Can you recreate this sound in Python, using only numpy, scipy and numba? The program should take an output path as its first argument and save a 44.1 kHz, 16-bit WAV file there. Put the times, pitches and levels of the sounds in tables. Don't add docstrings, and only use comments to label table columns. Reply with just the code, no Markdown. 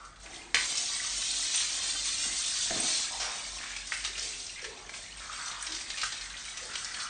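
import sys
import numpy as np
from scipy import signal
from scipy.fft import rfft, irfft
from scipy.io import wavfile
from numba import njit

SR = 44100
rng = np.random.default_rng(int(sys.argv[2]) if len(sys.argv) > 2 else 0)


def wrap_up_sound(samples):
    columns = np.atleast_2d(samples).T
    tamed = np.clip(columns, -1, 1)
    steps = np.round(tamed * 32767).astype(np.int16)
    wavfile.write(sys.argv[1], SR, steps)


N = 312669
T = np.arange(N) / SR
TAP_S = .5445
FULL_DB = -34


def amp(db):
    return 10 ** (np.asarray(db) / 20)


def unit(x):
    return x / np.sqrt(np.mean(x ** 2) + 1e-18)


def curves(rows):
    time_s, *columns = np.transpose(rows)
    return [np.interp(T, time_s, column) for column in columns]


def add(track, start_s, sound):
    i = max(int(start_s * SR), 0)
    track[i:i + len(sound)] += sound[:max(N - i, 0)]


def noise(count):
    return rng.standard_normal(count)


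def colour(x, points, modes=(), size=8192):
    hz = np.arange(size // 2 + 1) * SR / size + 1
    point_hz, point_db = np.transpose(points)
    db = np.interp(np.log(hz), np.log(point_hz), point_db)
    for centre_hz, width_hz, peak_db in modes:
        db = db + peak_db / (1 + (2 * (hz - centre_hz) / width_hz) ** 2)
    cepstrum = irfft(np.log(amp(db)))
    cepstrum[1:size // 2] *= 2
    cepstrum[size // 2 + 1:] = 0
    response = irfft(np.exp(rfft(cepstrum)))
    return signal.fftconvolve(x, response)[:len(x)]


def walk(rate_hz):
    knots = noise(4096)
    return unit(np.interp(T * rate_hz, np.arange(len(knots)), knots))


def sizes(count, spread_db):
    return amp(spread_db * np.minimum(rng.exponential(size=count), 6))


def drops(rate_hz, spread_db, count=N):
    hits = rng.random(count) < rate_hz / SR
    return hits * sizes(count, spread_db) * rng.choice([-1, 1], count)


@njit
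def ring(out, start_s, hz, cycles, size, glide):
    y = out.copy()
    for k in range(len(start_s)):
        n = int(cycles[k] / hz[k] * SR)
        phase, first = 0., int(start_s[k] * SR)
        for i in range(min(n, len(y) - first)):
            phase += 2 * np.pi * hz[k] * (1 + glide * i / n) / SR
            swell = min(phase / (2 * np.pi), 1.)
            y[first + i] += size[k] * swell * np.exp(-5. * i / n) * np.sin(phase)
    return y


@njit
def resonator(x, hz, q):
    y, band, low = np.empty(len(x)), 0., 0.
    for i in range(len(x)):
        g = np.tan(np.pi * hz[i] / SR)
        v = (band + g * (x[i] - low)) / (1 + g * (g + 1 / q))
        band, low, y[i] = 2 * v - band, low + 2 * g * v, v / q
    return y


def bubbles(low_hz, high_hz, cycles, spread_db, glide, count):
    when, pitch, life = rng.random((count, 3)).T
    hz = low_hz * (high_hz / low_hz) ** pitch
    size = sizes(count, spread_db) * np.sqrt(hz)
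    return unit(ring(np.zeros(N), when * N / SR, hz, cycles * (.5 + life), size, glide))


def following(flow_db, full_db, follow):
    return full_db + follow * (flow_db - FULL_DB)


# (frequency [Hz], gain [dB])
RUMBLE_FILTER = [(20, -22), (33, -12.5), (42, -7), (49, 5), (60, -15), (85, -12.5), (120, -15.5),
                 (180, -18), (500, -25), (2000, -24.5), (9000, -63)]


def rumble():
    return unit(colour(noise(N), RUMBLE_FILTER)) * amp(-56.0)


# (time [s], level [dB], boom pitch [Hz], fading time [s])
BUMP_EVENTS = [(2.257, -45.5, 228, 0.026), (2.707, -31, 650, 0.022), (2.743, -40, 370, 0.014),
               (2.761, -37, 252, 0.036), (2.795, -41.5, 664, 0.061), (2.828, -43, 266, 0.028)]
# (frequency [Hz], gain [dB])
BUMP_FILTER = [(40, -9), (100, -2), (160, -3.5), (250, -1), (420, -3.5), (780, -6), (1000, -10),
               (2500, -26)]
BOOM_WIDTH, BOOM_DB = 0.45, 12.5


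def bumps():
    out, t = np.zeros(N), T[:SR // 2]
    for start_s, db, hz, fade_s in BUMP_EVENTS:
        boom = unit(colour(noise(len(t)), BUMP_FILTER, [(hz, BOOM_WIDTH * hz, BOOM_DB)]))
        add(out, start_s, amp(db) * boom * np.exp(-t / fade_s))
    return out


# (frequency [Hz], gain [dB])
TICK_FILTER = [(500, -22), (1700, -6), (4000, -11), (6500, -1), (9000, 2)]
TICK_S, TICK_DB, TICK_FADE_S = 5.6255, -23, .0036


def tick():
    out, t = np.zeros(N), T[:SR // 20]
    crack = unit(colour(noise(len(t)), TICK_FILTER))
    add(out, TICK_S, amp(TICK_DB) * crack * np.exp(-t / TICK_FADE_S))
    return out


# (time [s], level [dB])
DRIP_LEVEL = [(0, -66), (.5, -62), (.8, -52), (3, -51), (3.7, -50), (4.8, -57), (5.3, -52), (5.9, -49),
              (6.3, -51), (7.08, -49)]


def drips():
    db, = curves(DRIP_LEVEL)
    return bubbles(1600, 6500, cycles=60, spread_db=1.8, glide=.06, count=650) * amp(db)


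# (time [s], level [dB], starting pitch [Hz], length [cycles])
SHORT_RINGS = [(2.709, -19, 1800, 10), (3.921, -13, 1930, 9.8), (3.924, -21, 1420, 7.1),
               (4.049, -16, 3900, 7), (4.8944, -15.5, 1900, 3.8), (4.897, -32, 1150, 6.2),
               (5.297, -31, 1244, 60), (5.625, -33, 1720, 26), (5.903, -40, 1780, 45),
               (5.942, -34, 1800, 54), (6.032, -26, 1250, 43), (6.039, -22.5, 1560, 30),
               (6.757, -28, 2750, 8.6), (6.846, -21, 5300, 14)]


def short_rings():
    start_s, db, hz, cycles = np.array(SHORT_RINGS, float).T.copy()
    return ring(np.zeros(N), start_s, hz, cycles, amp(db), 0.024)


# (start [s], length [s], first pitch [Hz], last pitch [Hz], starting level [dB], Q of each filter pass)
HOLLOW_PASSES = [(-.04, 0.055, 1180, 1250, -50, 3.9), (0.231, 0.19, 665, 790, -59, 3),
                 (0.248, 0.42, 318, 337, -61.5, .6), (3.103, 0.054, 900, 816, -46.5, 1.5),
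                 (3.2, 0.11, 1310, 1050, -43.5, 0.51), (3.594, 0.11, 1840, 2320, -45.5, 0.67),
                 (3.93, .05, 1950, 1860, -49, 1.9), (4.073, .26, 440, 400, -62, 3.4),
                 (4.564, 0.023, 2120, 1970, -46.5, 1.9), (4.622, 0.048, 464, 432, -51.5, 3.2),
                 (4.699, 0.093, 920, 815, -54.5, 0.73), (5.201, 0.18, 1440, 1245, -48, 2.5),
                 (5.385, 0.23, 1280, 1230, -48, 1.6), (5.663, 0.14, 1550, 1700, -51.5, 1.5),
                 (5.681, 0.09, 317, 320, -59.5, 5), (6.109, 0.54, 1430, 1630, -54, 1.2),
                 (6.606, 0.078, 526, 465, -56, 1.4), (6.688, .37, 1460, 1450, -51, 2.7),
                 (6.966, 0.063, 1590, 1360, -47, 2.8)]
HOLLOW_ATTACK_S, HOLLOW_RELEASE_S, HOLLOW_SAG_DB_PER_S = 0.0063, 0.11, 3


def hollows():
    out, stir, wobble = 0, drops(rate_hz=1400, spread_db=1.5), amp(0.49 * walk(45))
    for start_s, length_s, first_hz, last_hz, db, q in HOLLOW_PASSES:
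        hz = np.interp(T, [start_s, start_s + length_s], [first_hz, last_hz]) * wobble
        age_s = np.maximum(T - start_s, 0)
        swell = np.minimum(age_s / HOLLOW_ATTACK_S, 1)
        release = np.exp(-np.maximum(age_s - length_s, 0) / HOLLOW_RELEASE_S)
        air = resonator(resonator(stir, hz, float(q)), hz, float(q))
        out = out + unit(air) * swell * release * amp(db - HOLLOW_SAG_DB_PER_S * age_s)
    return out


GURGLE_RATE_HZ, GURGLE_DB, GURGLE_OCTAVES, GURGLE_CYCLES = 70, 8, .14, 30


def gurgles(count=64):
    grains = []
    for start_s, length_s, first_hz, last_hz, db, q in HOLLOW_PASSES:
        gap, pitch, size, life = rng.random((count, 4)).T
        age_s = np.cumsum(-np.log(1 - gap)) / GURGLE_RATE_HZ
        hz = np.interp(age_s, [0, length_s], [first_hz, last_hz])
        hz = hz * 2 ** (GURGLE_OCTAVES * (2 * pitch - 1))
        cycles = GURGLE_CYCLES * (.5 + life)
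        rows = np.array([np.maximum(start_s + age_s, 0), hz, cycles, amp(db + GURGLE_DB) * size])
        grains.append(rows[:, age_s < length_s])
    return ring(np.zeros(N), *np.ascontiguousarray(np.hstack(grains)), .06)


LUMP_RATE_HZ, LUMP_DB, LUMP_FOLLOW, LUMP_SCATTER_DB, LUMP_FADE_S = 13, -32, .4, 3.5, 0.0068


def small_lumps(flow_db):
    when, pitch, size = rng.random((int(LUMP_RATE_HZ * N / SR), 3)).T
    db = following(flow_db[(when * N).astype(int)], LUMP_DB, LUMP_FOLLOW)
    db = db + LUMP_SCATTER_DB * (2 * size - 1)
    hz = 2000 * 3 ** pitch
    return [(start_s, level, f, 0, LUMP_FADE_S) for start_s, level, f in zip(when * N / SR, db, hz)]


# (time [s], level [dB], trapped air pitch [Hz], spatter relative to that ring [dB], fading time [s])
BIG_LUMPS = [(.7697, -23.5, 5260, -25, 0.012), (1.222, -21, 4220, 11, 0.0037),
             (1.5394, -25, 6000, 3, 0.017), (1.5734, -26, 3500, -8, 0.017), (1.601, -24.5, 3600, 6, 0.016),
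             (3.1953, -31.5, 5540, 1, 0.1), (3.5882, -35, 4200, 0, 0.0046), (3.763, -23, 2440, 5, 0.0066),
             (3.8689, -31, 5890, -9, 0.0067), (3.9205, -23, 2270, -2, 0.0082),
             (3.936, -25, 4500, 5, 0.0076), (4.039, -26.5, 4180, 13, 0.011), (4.0466, -21.5, 3750, 6, 0.01),
             (4.073, -23.5, 5160, 16, 0.004), (4.1507, -28, 2750, -15, 0.0055),
             (4.1776, -25, 5220, 19, 0.0082), (4.194, -19, 5370, -17, 0.0026),
             (4.333, -32, 2760, -7, 0.0087), (4.3966, -27.5, 4600, -18, 0.0056),
             (4.464, -27.5, 5400, -13, 0.0053), (4.6422, -26.5, 1820, 4, 0.0083),
             (4.892, -29.5, 2200, 2, 0.005), (4.9372, -28, 2140, -2, 0.0081),
             (5.4796, -23, 1180, 12, 0.005), (5.513, -29.5, 3900, -1, 0.0075),
             (5.6652, -25, 5370, -3, 0.0064), (5.7201, -23, 4700, -3, 0.0054),
             (5.744, -28.5, 5140, -14, 0.01), (5.8077, -30, 5200, -5, 0.0078),
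             (5.8997, -26, 3950, 5, 0.0082), (5.9713, -28.5, 2300, 11, 0.023),
             (6.014, -17, 4640, 1, 0.0062), (6.0315, -18.5, 1530, 4.5, 0.0072),
             (6.1205, -25.5, 4300, 0, 0.0084), (6.208, -31.5, 4400, -1, 0.012),
             (6.3661, -29.5, 3400, -14, 0.0063), (6.571, -23.5, 5840, 1, 0.0062),
             (6.7338, -29.5, 4390, -3, 0.0077), (6.7535, -14.5, 2900, -3, 0.0037),
             (6.8443, -18, 5800, -10, 0.0036), (6.9398, -30.5, 2130, 3, 0.012),
             (6.9955, -28.5, 4450, -2, 0.018)]
# (frequency [Hz], gain [dB])
SPATTER_FILTER = [(200, -27.5), (700, -8.5), (1400, -2), (2600, 2.5), (5500, 1), (7000, -2.5), (9500, -5)]


def slaps(rows):
    out, t = np.zeros(N), T[:SR // 8]
    landing = 1 - np.exp(-t / .004)
    for start_s, db, hz, spatter_db, fade_s in rows:
        impacts = drops(rate_hz=9000, spread_db=0.0, count=len(t))
        spatter = unit(colour(impacts, SPATTER_FILTER, size=1024))
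        pocket = unit(resonator(noise(len(t)), np.full(len(t), float(hz)), 5.6))
        mix = (pocket + amp(spatter_db) * spatter) / np.hypot(1, amp(spatter_db))
        add(out, start_s, amp(db) * landing * np.exp(-t / fade_s) * mix)
    return out


# (time [s], level before the high-pass [dB])
KNOCKS = [(.5445, -8.5), (.5497, -20), (.5562, -18), (.569, -23)]
# (frequency [Hz], relative level [dB], t60 [s])
TAP_RING = [(175, -25, .12), (290, -23, .14), (480, -18, .12), (740, -14, .09), (1000, -14, .06),
            (1300, -9, .05), (1720, -6, .06), (2240, -3, .13), (3000, -8, .06), (4170, -1, .14),
            (5240, -10, .06), (5770, -9, .08)]


def tap():
    out, t = np.zeros(N), T[:SR // 3]
    knock = np.sin(2 * np.pi * 2000 * t) * (t / .0004) * np.exp(1 - t / .0004)
    for start_s, db in KNOCKS:
        add(out, start_s, amp(db) * knock)
    crack = colour(noise(len(t)), SPATTER_FILTER) * np.exp(-t / .011)
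    add(out, TAP_S, amp(-14.5) * crack)
    out = signal.sosfilt(signal.butter(2, 550, "high", fs=SR, output="sos"), out)
    metal = sum(amp(db - 60 * t / t60_s) * np.sin(2 * np.pi * hz * t) for hz, db, t60_s in TAP_RING)
    add(out, TAP_S, amp(-25) * metal)
    return out


# (frequency [Hz], gain [dB])
DRUM_FILTER = [(60, -7.5), (160, -6), (280, 3), (420, -6), (560, 0), (720, 4), (900, -0.5), (1400, -1),
               (4000, -42.5)]
DRUM_DB, DRUM_FOLLOW = -55.5, 0.47


def drumming(flow_db):
    db = following(flow_db, DRUM_DB, DRUM_FOLLOW) + 1.93 * walk(6.3)
    return unit(colour(drops(rate_hz=1500, spread_db=3.5), DRUM_FILTER)) * amp(db)


# (frequency [Hz], gain [dB])
SPLASH_FILTER = [(300, -32.5), (700, -16.5), (1100, -9.5), (1700, -4.5), (2250, 1.5), (2900, -4.5),
                 (4000, -5.5), (9000, -25.5)]
SPLASH_DB, SPLASH_FOLLOW = -47.5, 0.68
SURGE_DB, SURGE_S = 17, 0.072


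def puddle(flow_db):
    surge_db = SURGE_DB * (T > TAP_S) * np.exp(-abs(T - TAP_S) / SURGE_S)
    splash_db = following(flow_db, SPLASH_DB, SPLASH_FOLLOW) + surge_db + 2.03 * walk(22)
    plinks = bubbles(900, 3600, cycles=18, spread_db=2.8, glide=.08, count=5000)
    splats = unit(drops(rate_hz=2700, spread_db=3.0))
    return unit(colour(splats + amp(-1.0) * plinks, SPLASH_FILTER)) * amp(splash_db)


# (frequency [Hz], gain [dB])
SPRAY_FILTER = [(300, -34), (1200, -23), (2500, -9.5), (3400, 0.5), (4300, 1.5), (6200, 2), (7000, 0.5),
                (9500, -5)]
MIST_FILTER = [(2000, -49), (5500, -20), (6800, 13.5), (8700, 13.5), (9500, -2)]
# (frequency [Hz], width [Hz], gain [dB])
SPRAY_PEAKS = [(3585, 80, 3), (4097, 35, 3.5), (4221, 40, 4), (4620, 60, 2), (4823, 35, 3), (5000, 170, -4),
               (6002, 60, 4), (6277, 120, 2), (6930, 90, -3), (7700, 300, -2), (8166, 60, 3)]
MIST_DB, MIST_FOLLOW = -41.5, 0.99
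CLUMP_DB, CLUMP_GROWTH = 1.3, .08


def spray(spray_db):
    clumps = amp((CLUMP_DB + CLUMP_GROWTH * (FULL_DB - spray_db)) * walk(30))
    ticks = unit(drops(rate_hz=4600, spread_db=0.5)) * clumps
    fizz = bubbles(2400, 9200, cycles=50, spread_db=3.3, glide=.04, count=6000) * clumps
    impacts = unit(ticks + amp(-9.5) * fizz)
    coarse = unit(colour(impacts, SPRAY_FILTER, SPRAY_PEAKS)) * amp(spray_db)
    droplets = unit(drops(rate_hz=7300, spread_db=1.0)) * clumps
    fine = unit(colour(droplets + amp(-3.0) * fizz, MIST_FILTER, SPRAY_PEAKS))
    mist_db = following(spray_db, MIST_DB, MIST_FOLLOW) + 0.27 * walk(4.6)
    return coarse + fine * amp(mist_db)


MIRROR_HOP_S, MIRROR_GAIN = .06, .36


def swirl(x, count=4):
    hop = int(MIRROR_HOP_S * SR)
    out, padded = x.copy(), np.pad(x, (0, 2 * hop))
    fade = np.sqrt(np.hanning(2 * hop))
    for i in range(0, N, hop):
        piece = fade * padded[i:i + 2 * hop]
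        for lag_ms in rng.uniform(1, 6, count):
            add(out, i / SR + lag_ms / 1000, MIRROR_GAIN * rng.choice([-1, 1]) * piece)
    return out / np.sqrt(1 + count * MIRROR_GAIN ** 2)


def reflections(wet_db):
    t, t60_s = T[:SR // 3], .21
    echoes = noise(len(t)) * (rng.random(len(t)) < .03 + t / .06) * (t > .0015)
    echoes = echoes * amp(-60 * t / t60_s)
    response = amp(wet_db) * echoes / np.linalg.norm(echoes)
    response[0] = 1
    return response / np.linalg.norm(response)


def stall(x, wet_db, count=14):
    out, step_s = np.zeros(N), T[-1] / (count - 1)
    for k in range(count):
        share = np.sqrt(np.maximum(1 - abs(T / step_s - k), 0))
        now = share > 0
        add(out, T[now][0], signal.fftconvolve((x * share)[now], reflections(wet_db)))
    return out


# (time [s], level [dB])
FLOW_LEVEL = [(0, -54), (.18, -67.5), (.24, -53), (.36, -46), (.47, -52), (.538, -54), (.55, -34.5),
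              (1.3, -34), (2.5, -33), (2.95, -31), (3.1, -39.5), (3.5, -41), (3.85, -46), (4.12, -44.5),
              (4.23, -35.5), (4.36, -40.5), (4.5, -47.5), (4.56, -54), (4.59, -48), (4.76, -56),
              (4.95, -44.5), (5.13, -49.5), (5.4, -40.5), (5.6, -49), (5.76, -43.5), (5.87, -45),
              (6.05, -41), (6.22, -47), (6.3, -47), (6.65, -42.5), (6.9, -43), (7.08, -48)]


def scene():
    flow_db, = curves(FLOW_LEVEL)
    jet = swirl(spray(flow_db) + puddle(flow_db))
    stream = jet + drumming(flow_db) + hollows() + gurgles() + drips()
    hits = slaps(BIG_LUMPS) + slaps(small_lumps(flow_db)) + short_rings() + tick()
    inside = stall(stream + hits + bumps(), wet_db=-1.0)
    clack = signal.fftconvolve(tap(), reflections(wet_db=-3.5))[:N]
    return (inside + clack + rumble())[None]


TOP_HZ = 9150


def record(dry):
    return signal.sosfilt(signal.ellip(12, .2, 75, TOP_HZ, fs=SR, output="sos"), dry)


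dry = scene()
out = record(dry)
wrap_up_sound(out)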